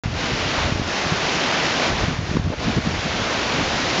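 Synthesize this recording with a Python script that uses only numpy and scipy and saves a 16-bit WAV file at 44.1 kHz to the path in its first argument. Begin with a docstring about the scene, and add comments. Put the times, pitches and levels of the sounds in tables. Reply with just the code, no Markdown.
"""Storm wind at a campsite. First comes the broad rush of tossing palms, with the fine rattle of their
leaves. Air also hits the microphone: swirls (eddies) make a rumble, single thumps and short fluttering
buffets. From about 1 s the rumble eases and the rush swells. From about 2 to 3 s the buffeting is strong
and the rush sinks. In the last second the rush swells back."""
import sys
import numpy as np
from scipy import signal
from scipy.fft import rfft, irfft
from scipy.io import wavfile

SR = 44100
rng = np.random.default_rng(int(sys.argv[2]) if len(sys.argv) > 2 else 0)


def store_pcm(level_fs):
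    """Save levels as 16-bit WAV."""
    pcm = np.round(np.clip(level_fs, -1, 1) * 32767).astype(np.int16)
    wavfile.write(sys.argv[1], SR, np.atleast_2d(pcm).T)


N = 176400  # 4 seconds

# Level of the rush and leaf rattle as heard, before the roar is added; it dips when air buffets
# the microphone. Each row: time in seconds, level in dB.
RUSH_LEVEL = [(.04, -32), (.08, -35.5), (.15, -32), (.21, -26.5), (.28, -27), (.6, -24.5), (.7, -27.5),
              (.75, -29.5), (.83, -30.5), (.95, -25), (1.15, -25), (1.35, -23), (1.75, -23), (1.88, -22.3),
              (1.93, -27), (2.02, -25.5), (2.22, -35.5), (2.31, -31), (2.37, -33.5), (2.41, -37.5),
              (2.56, -36), (2.63, -28.5), (2.76, -28.5), (2.8, -33), (2.85, -29.5), (3.2, -26), (3.58, -24),
              (3.7, -25), (4.0, -23.5)]
# The tone of the rush. Each row: frequency in Hz, relative strength in dB.
RUSH_TONE = [(30, -25), (80, -12.5), (150, -2), (290, -0.5), (400, -4), (680, -3.5), (1100, -5.5),
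             (1600, -6), (2400, -6.5), (4000, -10), (5800, -13.5), (6900, -20)]
# The hollow roar within the rush. Each row: time in seconds, boost in dB.
ROAR_BOOST = [(0, 3), (.3, 2.5), (.6, 3.5), (1, 2), (1.5, 2), (1.85, 3), (2.3, 4), (2.8, 3.5), (3.3, 2.5),
              (3.6, 2.5), (4, 2.5)]
# The tone of the rattling leaves. Each row: frequency in Hz, relative strength in dB.
RATTLE_TONE = [(500, -22), (1500, 4), (3000, 3), (6500, -6.5)]
# How loud the rumble on the microphone is. Each row: time in seconds, level in dB.
RUMBLE_LEVEL = [(.04, -31), (.24, -29), (.5, -32), (.58, -28), (.68, -24.5), (.76, -31), (.86, -29.5),
                (.95, -45.5), (1.1, -33), (1.2, -39.5), (1.86, -42), (1.92, -25), (2.05, -29.5), (2.2, -27),
                (2.45, -28), (2.58, -32.5), (2.68, -25.5), (2.83, -33), (2.92, -28), (3, -33),
                (3.22, -30.5), (3.35, -40.5), (3.6, -30.5), (4, -39.5)]
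# The tone of the rumble. Each row: frequency in Hz, relative strength in dB.
RUMBLE_TONE = [(20, -13), (40, -7.5), (68, -0.5), (130, -6.5), (250, -13.5), (500, -26), (1200, -40),
               (4000, -75.5)]
# Single eddies. Each row: time of the peak in seconds, peak level in dB, rough pitch in Hz.
THUMP_EVENTS = [(.06, -11, 100), (0.336, -15.5, 110), (.724, -8, 115), (.759, -15, 150), (.798, -11.5, 180),
                (1.145, -17, 150), (2.04, -18.5, 130), (2.086, -19, 130), (2.191, -12.5, 90),
                (2.315, -13, 120), (2.371, -6, 200), (2.398, -11.5, 120), (2.503, -14.5, 180),
                (2.782, -14, 160)]
# Short trains of eddies. Each row: middle in seconds, length in seconds, level in dB, rough pitch in Hz.
BUFFET_EVENTS = [(0.143, 0.033, -26, 100), (.238, 0.025, -28.5, 169), (.685, 0.03, -28, 142),
                 (1.063, 0.0098, -23.5, 130), (1.131, .026, -20.5, 130), (2.036, 0.014, -17.5, 127),
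                 (2.087, 0.013, -22, 140), (2.122, .014, -28, 168), (2.355, 0.014, -17, 165),
                 (2.37, 0.0045, -24.5, 1130), (2.466, .02, -20.5, 133), (2.533, 0.018, -25.5, 380),
                 (2.689, 0.027, -19, 177), (2.779, .02, -15.5, 146), (2.872, 0.012, -17, 154),
                 (2.892, 0.013, -26, 180), (3.056, 0.026, -25.5, 140), (3.225, 0.019, -27, 95),
                 (3.554, 0.022, -24, 185), (3.601, 0.042, -24, 203), (3.994, 0.034, -24, 210)]
# How the highest sounds fall away. Each row: frequency in Hz, gain in dB.
TREBLE_GAIN = [(6900, 1.5), (7250, -4.5), (7600, -16), (8400, -28), (8900, -31)]


def gain(db):
    """Turn decibels into a number to multiply by."""
    return 10 ** (np.asarray(db) / 20)


def curve(rows):
    """Join rows of (seconds, value) with straight lines."""
    return np.interp(np.arange(N) / SR, *np.array(rows, float).T)


def unit(x):
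    """Scale a signal so its average size (rms) is 1."""
    return x / np.sqrt(np.mean(x ** 2) + 1e-18)


def frequencies(size=N):
    """The frequencies in a spectrum, in Hz, never below 1."""
    return np.maximum(np.arange(size // 2 + 1) * SR / size, 1)


def with_tone(x, rows):
    """Filter a signal by rows of (Hz, dB), then scale it to size 1."""
    hz, db = np.array(rows, float).T
    tone_db = np.interp(np.log(frequencies()), np.log(hz), db)
    return unit(irfft(rfft(x) * gain(tone_db), N))


def drift(rate_hz):
    """A smooth random wobble of size 1; a higher rate wobbles faster."""
    smoothing = np.exp(-(2 * frequencies() / rate_hz) ** 2)
    return unit(irfft(rfft(rng.standard_normal(N)) * smoothing, N))


def palm_rush(bands=17, lowest_hz=40, roar_hz=664, roar_octaves=0.95):
    """Air pours through the palm tops: half-octave bands of noise swell together and flicker alone."""
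    air = rfft(with_tone(rng.standard_normal(N), RUSH_TONE))
    band_position = np.clip(2 * np.log2(frequencies() / lowest_hz), 0, bands - 1)
    swell_db = 0.13 * drift(rate_hz=22)
    roar_db = curve(ROAR_BOOST)
    out = 0
    for k in range(bands):
        hz = lowest_hz * 2 ** (k / 2)
        band = irfft(air * np.maximum(1 - abs(band_position - k), 0), N)
        roar_share = np.exp(-.5 * (np.log2(hz / roar_hz) / roar_octaves) ** 2)
        flicker_db = 0.72 * drift(rate_hz=20)
        out += band * gain(swell_db + roar_share * roar_db + flicker_db)
    return out


def leaf_rattle(ticks_per_s=900, spread_db=2.5, decay_s=0.0017):
    """Stiff leaves tick against each other: many tiny bursts of noise, uneven in size."""
    hits = rng.random(N) < ticks_per_s / SR
    ticks = hits * gain(spread_db * np.minimum(rng.exponential(size=N), 5))
    power = signal.lfilter([1], [1, -np.exp(-1 / (decay_s * SR))], ticks ** 2)  # each tick dies away
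    return with_tone(np.sqrt(power) * rng.standard_normal(N), RATTLE_TONE)


def wind_rumble():
    """Swirling air presses unevenly on the microphone."""
    low_noise = with_tone(rng.standard_normal(N), RUMBLE_TONE)
    gust_db = 2.5 * drift(rate_hz=130)
    return unit(low_noise * gain(gust_db)) * gain(curve(RUMBLE_LEVEL))


def eddy_thumps(edge_cycles=0.18):
    """A lone eddy passes: one sharp peak of pressure with a shallow dip on either side."""
    t = np.arange(N) / SR
    out = 0
    for peak_s, db, hz in THUMP_EVENTS:
        cycles = (t - peak_s) * hz
        away = (cycles / edge_cycles / 2) ** 2  # squared distance from the peak
        out += gain(db) * (1 - 3 * away) / (1 + away) ** 3
    return out


def wind_buffets(size=8192, steepness=1.97, double_width_hz=450):
    """A train of eddies passes: a brief swell of noise, pitched near the rate at which they go by."""
    out = np.zeros(N + 2 * size)  # spare room at both ends
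    t = (np.arange(size) - size // 2) / SR
    f = frequencies(size)
    for middle_s, length_s, db, hz in BUFFET_EVENTS:
        # Faster eddies are more chaotic, so their band of noise is wider.
        width = 0.7 * (1 + min(hz / double_width_hz, 1) ** 2)
        band = (1 + ((f / hz - hz / f) / width) ** 2) ** (-steepness / 2)
        noise = irfft(rfft(rng.standard_normal(size)) * band)
        swell = np.exp(-2 * (t / length_s) ** 2)
        burst = unit(noise * swell) * np.sqrt(np.mean(swell ** 2))
        start = int(middle_s * SR) + size // 2
        out[start:start + size] += gain(db) * burst
    return out[size:size + N]


def scene(start_s=.036):
    """Palms all around, and wind on the microphone itself, after an instant of silence."""
    rush = (palm_rush() + gain(-7) * leaf_rattle()) * gain(curve(RUSH_LEVEL))
    mix = rush + wind_rumble() + eddy_thumps() + wind_buffets()
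    return mix[None] * (np.arange(N) / SR > start_s)


def record(dry, low_cut_hz=35.6, top_hz=8900):
    """A small camera's microphone thins the deepest bass, and the treble falls away steeply."""
    hz, db = np.array(TREBLE_GAIN, float).T
    treble_db = np.interp(frequencies(2 * N), hz, db)
    dull = irfft(rfft(dry, 2 * N) * gain(treble_db))[:, :N]
    thin = signal.sosfilt(signal.butter(1, low_cut_hz, "high", fs=SR, output="sos"), dull)
    return signal.sosfilt(signal.ellip(12, .2, 90, top_hz, fs=SR, output="sos"), thin)


dry = scene()
out = record(dry)
store_pcm(out)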